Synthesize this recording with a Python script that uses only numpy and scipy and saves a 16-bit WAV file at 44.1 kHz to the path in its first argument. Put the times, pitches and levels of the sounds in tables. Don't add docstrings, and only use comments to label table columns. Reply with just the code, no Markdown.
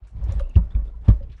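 import sys
import numpy as np
from scipy import signal
from scipy.io import wavfile
from scipy.ndimage import uniform_filter1d

SR = 44100
rng = np.random.default_rng(int(sys.argv[2]) if len(sys.argv) > 2 else 0)


def convert_level_to_amplitude(level_db):
    exponent = np.asarray(level_db, float) / 20
    return 10 ** exponent


def log_audio(samples):
    frames = np.atleast_2d(samples).T
    limited = np.clip(frames, -1, 1)
    pcm = np.round(limited * 32767).astype(np.int16)
    wavfile.write(sys.argv[1], SR, pcm)


N = 61739


def level(x, db):
    return x * convert_level_to_amplitude(db) / np.sqrt(np.mean(x ** 2))


def swell(start, rise, t60):
    since = np.maximum(np.arange(N) / SR - start, 0)
    growth = np.sin(np.pi / 2 * np.minimum(since / rise, 1)) ** 2
    fade = np.exp(-np.log(1000) * np.maximum(since - rise, 0) / t60)
    return since, growth * fade


def swing(start, db, hz, rise, t60):
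    since, loudness = swell(start, rise, t60)
    return -convert_level_to_amplitude(db) * loudness * np.sin(2 * np.pi * hz * since)


def mode(x, hz, t60):
    pole = np.exp(2j * np.pi * hz / SR - np.log(1000) / (max(t60, .005) * SR))
    return signal.lfilter([1], [1, -pole], x).imag


def band(x, hz, width):
    return signal.lfilter(*signal.iirpeak(min(hz, 15000), hz / width, fs=SR), x)


def walk(rate):
    hold = int(SR / rate)
    steps = np.repeat(rng.standard_normal(N // hold + 1), hold)
    return level(uniform_filter1d(steps, hold)[:N], 0)


def wavering(hz, depth, rough_db):
    cycles = hz * np.cumsum(1 + depth * walk(300)) / SR
    return np.sin(2 * np.pi * cycles) * convert_level_to_amplitude(rough_db * walk(200))


# start in seconds, level in dB, pitch in Hz, rise in seconds, 60 dB fade in seconds.
LANDINGS = [
    (0.2861, -17, 85.6, 0.011, 0.13),
    (.5540, -1, 81, 0.01555, 0.076),
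    (0.7445, -19.5, 74.5, 0.012, 0.11),
    (1.0788, 2, 97.9, 0.014, 0.049),
    (1.213, -29.5, 80, 0.0028, 0.094),
    (1.294, -28, 81, 0.0063, 0.071),
]


def thuds():
    out = 0
    for start, db, hz, rise, t60 in LANDINGS:
        out = out + swing(start, db, hz, rise, t60)
        out = out + swing(start, db - 20.5, 2.067 * hz, rise, t60)
    return out


# start in seconds, level in dB, pitch in Hz, rise in seconds, 60 dB fade in seconds.
BOOM = [(.019, -31.5, 50.8, 0.011, 0.19), (0.127, -41, 42.4, 0.031, 0.58),
        (0.175, -19.5, 53.24, 0.066, 0.3), (0.211, -24, 55, 0.041, 0.64), (0.345, -13.5, 57.5, 0.013, 0.31),
        (0.406, -18.5, 31.7, .015, 0.48), (0.562, -10.5, 53.4, 0.024, 0.29), (0.7407, -13, 52, 0.018, 0.49),
        (.80, -22.5, 28.07, 0.015, 0.5), (.935, -34, 55, 0.029, 0.29), (.99, -34.5, 55, 0.028, 0.22),
        (1.329, -36, 32.9, 0.022, 0.44), (1.088, -2, 52.24, 0.0096, 0.19), (1.093, -26, 28.5, 0.014, 0.66),
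        (1.219, -27.5, 55, 0.022, .3)]


def booms():
    return sum(swing(*row) for row in BOOM)


# start in
# seconds, level in dB, pitch in Hz, rise in seconds, 60 dB fade in seconds.
KNOCKS = [
    (.563, -35.5, 660, 0.0097, 0.042),
    (.556, -31.5, 396, 0.0056, 0.036),
    (.577, -41, 560, .005, 0.057),
    (.580, -18.5, 172, 0.011, 0.054),
    (1.084, -30.5, 590, 0.0074, 0.092),
    (1.102, -44, 540, .006, .1),
    (1.097, -26.5, 190, 0.0042, .1),
    (1.0975, -15.5, 95, 0.0028, 0.094),
    (1.106, -24, 150, .008, 0.1),
]


def knocks():
    return sum(swing(*row) for row in KNOCKS)


# start in seconds, level in dB, rise in seconds,
# 60 dB fade in seconds, extra level of the low panels in dB.
RATTLES = [
    (0.285, -48.5, 0.0058, 0.23, -3.5),
    (0.397, -47, 0.0049, 0.047, -11),
    (0.557, -32.5, 0.008, 0.12, -3),
    (0.743, -47.5, 0.0096, 0.39, 2),
    (1.077, -30.5, 0.0085, 0.11, -7),
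]
# pitch in Hz, level in dB, 60 dB fade in seconds.
PANELS = [(166, 0, 0.067), (177, 12.5, 0.035), (267, -3.5, 0.073), (310, -5, 0.029), (400, -11, 0.013),
          (452, -6, 0.095), (552, -4, 0.094), (652, -4.5, 0.04), (860, -6.5, 0.02), (943, -6, 0.042),
          (1118, -12.5, 0.054), (1240, -18.5, 0.15), (1704, -24, 0.13)]


def rattling_panels():
    noise = rng.standard_normal(N)
    low_push, high_push = 0, 0
    for start, db, rise, t60, low_db in RATTLES:
        loudness = swell(start, rise, t60)[1]
        low_push = low_push + convert_level_to_amplitude(db - 26 + low_db) * loudness * noise
        high_push = high_push + convert_level_to_amplitude(db - 26) * loudness * noise
    out = 0
    for hz, db, t60 in PANELS:
        push = low_push if hz < 420 else high_push
        out = out + convert_level_to_amplitude(db) * mode(push, hz, t60)
    return out


# start in seconds, ring level in dB, rise in seconds, 60 dB fade in seconds.
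LID = [(0.221, -43.5, 0.011, 0.031), (0.314, -35.5, 0.008, 0.077), (0.33, -49, 0.0034, .025),
       (0.378, -45, 0.006, 0.039), (0.396, -32, 0.018, 0.056), (0.433, -47, 0.0086, 0.025),
       (0.453, -51.5, 0.0035, 0.04), (0.467, -50.5, 0.0083, 0.082), (.503, -54.5, 0.0074, 0.035),
       (.875, -54, .01, .08), (1.201, -41.5, 0.016, 0.13)]


def lid():
    rubbing = sum(convert_level_to_amplitude(db) * swell(start, rise, t60)[1] for start, db, rise, t60 in LID)
    return wavering(554, 0.016, 2.6) * rubbing


# start in seconds, level in dB, pitch in Hz, 60 dB fade in seconds.
PINGS = [(.238, -67, 4200, .06), (.332, -56, 5800, .015), (.3219, -42, 5880, .011),
         (.3219, -43, 7120, .011), (.3221, -47, 9200, .011), (.3216, -47, 4200, .011),
         (.3958, -50, 10040, .02), (.392, -61, 9800, .015), (.3962, -53, 6400, .02),
         (.3985, -36, 1200, .05), (0.3952, -39, 2160, 0.023), (0.383, -42, 1800, 0.023),
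         (.428, -60, 2750, .6), (.494, -61, 2800, .15), (.4945, -54, 6800, .015), (.555, -43.5, 2850, .06),
         (.560, -53, 4700, .025), (.707, -56, 3450, 0.084), (.748, -55.5, 3340, .07),
         (.748, -55, 2400, .07), (.809, -65, 2270, .06), (.86, -71.5, 3600, .2), (.935, -59.5, 980, .15),
         (.885, -58, 1320, .1), (1.228, -70.5, 5100, .1), (1.32, -71, 2700, .05), (1.362, -65.5, 5800, 0.3),
         (1.6, -61.5, 5450, 0.16)]


def pings():
    out = 0
    for start, db, hz, t60 in PINGS:
        rough = 2.0 if t60 > .05 else 1
        loudness = swell(start, rough * .0012, t60)[1]
        tone = wavering(hz, rough * .02, rough * 3.0)
        out = out + convert_level_to_amplitude(db - 5) * loudness * tone
    return out


def grainy_puff(start, db, hz, rise, t60):
    noise = convert_level_to_amplitude(1.6 * walk(250)) * rng.standard_normal(N)
    puff = level(swell(start, rise, t60)[1] * noise, 0)
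    rings = 0
    for ring_hz in hz * np.exp(.4 * rng.uniform(-1, 1, 3)):
        rings = rings + level(band(puff, ring_hz, .12 * ring_hz), -10)
    air = puff
    for _ in range(3):
        air = band(air, hz, hz)
    length_gain = np.sqrt((rise + t60 / 14) * SR / N)
    return convert_level_to_amplitude(db - 6) * (rings + level(air, -4)) * length_gain


# start in seconds, level in dB, centre pitch in Hz, 60 dB fade in seconds.
TICKS = [(0.226, -51, 650, .04), (1.0432, -57.5, 1200, 0.036), (.238, -57, 6500, 0.11),
         (0.3224, -48, 6000, 0.0091), (.329, -53, 6500, 0.012), (0.3312, -59, 9000, .012),
         (0.337, -59, 7000, 0.019), (0.397, -51, 8500, 0.013), (0.3959, -37, 1200, 0.035),
         (.4035, -46.5, 3000, 0.021), (0.405, -59.5, 9500, 0.038), (0.412, -68, 4800, 0.013),
         (.423, -53.5, 2800, 0.018), (0.4952, -57.5, 6800, 0.012), (0.5589, -56.5, 4500, 0.0081),
         (0.572, -57, 3600, 0.046), (0.6812, -67.5, 2200, .03), (1.0831, -40, 2900, 0.02),
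         (1.084, -49, 7000, .012), (1.0875, -45, 3500, .02), (1.087, -55, 8000, 0.011),
         (1.093, -46.5, 3000, 0.04), (1.095, -61, 8000, .04), (1.102, -53, 3000, 0.087),
         (1.201, -62, 1470, 0.026), (1.2265, -59, 2800, 0.1), (1.3198, -58, 3000, 0.055)]


def ticks():
    return sum(grainy_puff(start, db, hz, .0006, t60) for start, db, hz, t60 in TICKS)


# start in seconds, level in dB, centre pitch in Hz, rise in seconds, 60 dB fade in seconds.
SCUFFS = [(0.066, -59.5, 1490, 0.0071, 0.13), (0.027, -67.5, 2920, 0.016, 0.64),
          (0.068, -66, 6400, 0.004, 0.21), (.155, -65, 3000, 0.012, 0.98), (0.28, -54, 2940, 0.0087, 0.58),
          (.33, -66, 5620, 0.013, 0.34), (0.39, -51, 3060, 0.0064, 0.072), (0.36, -67, 2500, 0.015, .5),
          (.538, -57.5, 2820, 0.0064, 0.12), (.554, -47.5, 3000, 0.0036, 0.1),
          (.702, -65, 3480, 0.0029, 0.1), (0.701, -56, 1194, 0.0092, 0.36), (.845, -70, 3480, 0.01, 0.14),
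          (.87, -75, 1400, 0.0067, 0.16), (1.035, -59.5, 2645, 0.028, 0.18),
          (1.03, -53.5, 970, 0.039, 0.41), (1.288, -64, 2530, 0.013, 0.33),
          (1.316, -60.5, 3100, 0.0037, 0.19), (1.325, -58.5, 1650, 0.0068, 0.15),
          (1.365, -60.5, 1920, .02, 0.24), (.48, -48, 165.5, 0.022, 0.24), (.62, -49.5, 200, 0.026, 0.12),
          (0.991, -55.5, 216, 0.03, .2), (0.17, -49, 84.5, 0.0089, 0.11), (1.091, -38, 1080, 0.0076, 0.076),
          (1.083, -41.5, 2100, 0.0043, 0.12), (.557, -40.5, 700, 0.0093, .1), (1.12, -45, 378, 0.018, 0.29),
          (.83, -48.5, 294, .03, .3), (1.357, -73, 5200, 0.02, 0.18), (.93, -47.5, 110, 0.033, .4)]


def scuffs():
    return sum(grainy_puff(*row) for row in SCUFFS)


# pitch in Hz, width in Hz, level in dB.
SHAKE = [(27.7, 8.3, 0), (55, 6.5, -0.5), (85, 40, -6.5), (160, 57, -17), (305, 130, -34.5)]


def shaking():
    out = 0
    for hz, width, db in SHAKE:
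        wobble = band(band(rng.standard_normal(N), hz, width), hz, width)
        out = out + level(wobble, db)
    return out


# pitch in Hz, level in dB per Hz.
RUSTLE = [(180, -29), (300, 6), (418, 3), (591, 2.5), (787, -1.5), (1290, -7.5), (2630, -18.5),
          (2960, -20.5), (11000, -42), (14300, -76), (22000, -120)]


def rustling():
    out = 0
    table_hz, table_db = np.array(RUSTLE).T
    for hz in 330 * 2 ** np.arange(0, 5.2, .4):
        hits = rng.random(N) < 1500 / SR
        hits = hits * convert_level_to_amplitude(2.5 * rng.exponential(size=N))
        grains = signal.lfilter([1], [1, -np.exp(-1 / (.002 * SR))], hits) * rng.standard_normal(N)
        grains = level(band(band(grains, hz, 0.34 * hz), hz, 0.34 * hz), 0)
        db = np.interp(np.log(hz), np.log(table_hz), table_db)
        db = db + 10 * np.log10(hz)
        out = out + convert_level_to_amplitude(db + 1.8 * walk(18)) * grains
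    return level(out, 0.42)


# time in seconds, shaking in dB, scraping in dB.
HANDLING = [(0, -64, -74.5), (0.044, -42, -64), (0.103, -57.5, -69), (0.146, -28.5, -63.5),
            (0.239, -32.5, -54.5), (.31, -26, -49), (0.399, -26, -52.5), (.45, -42, -58.5),
            (.51, -54.5, -64), (0.6, -25.5, -58), (.7, -39.5, -62.5), (0.782, -30.5, -62.5),
            (0.899, -45, -62), (1, -43.5, -67), (1.062, -35, -55), (1.131, -33, -64.5), (1.191, -36, -61),
            (1.281, -36, -62.5), (1.4, -50, -71.5)]


def handling():
    times, shake_db, scrape_db = np.array(HANDLING).T
    now = np.arange(N) / SR
    shake = shaking() * convert_level_to_amplitude(np.interp(now, times, shake_db) - 2.0)
    return shake + rustling() * convert_level_to_amplitude(np.interp(now, times, scrape_db))


def room(x):
    t60, centre_hz = 0.033, 2530
    t = np.arange(int(.4 * SR)) / SR
    tail = band(rng.standard_normal(len(t)), centre_hz, 2 * centre_hz)
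    tail = tail * np.exp(-np.log(1000) * t / t60) * (t > .004)
    tail = tail / np.sqrt(np.sum(tail ** 2))
    return convert_level_to_amplitude(-19.5) * signal.fftconvolve(x, tail)[:N]


def scene():
    body = thuds() + booms() + knocks() + rattling_panels()
    metal = lid() + pings()
    near = body + metal + ticks() + scuffs() + handling()
    return (near + room(near))[None]


def top_cut(x):
    return signal.sosfilt(signal.butter(12, 15750, fs=SR, output="sos"), x)


def record(dry):
    x = signal.sosfilt(signal.butter(1, 14, "high", fs=SR, output="sos"), dry)
    limit, knee = np.where(x > 0, .82, .64), 12.0
    x = x / (1 + np.abs(x / limit) ** knee) ** (1 / knee)
    hiss = (convert_level_to_amplitude(-99) + convert_level_to_amplitude(-75) * np.abs(x) ** .9) * rng.standard_normal(x.shape)
    x = signal.sosfilt(signal.ellip(8, .2, 30, 11100, fs=SR, output="sos"), x) + hiss
    x = signal.sosfilt(signal.ellip(8, .2, 60, 15700, fs=SR, output="sos"), x)
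    return top_cut(x)


dry = scene()
out = record(dry)
log_audio(out)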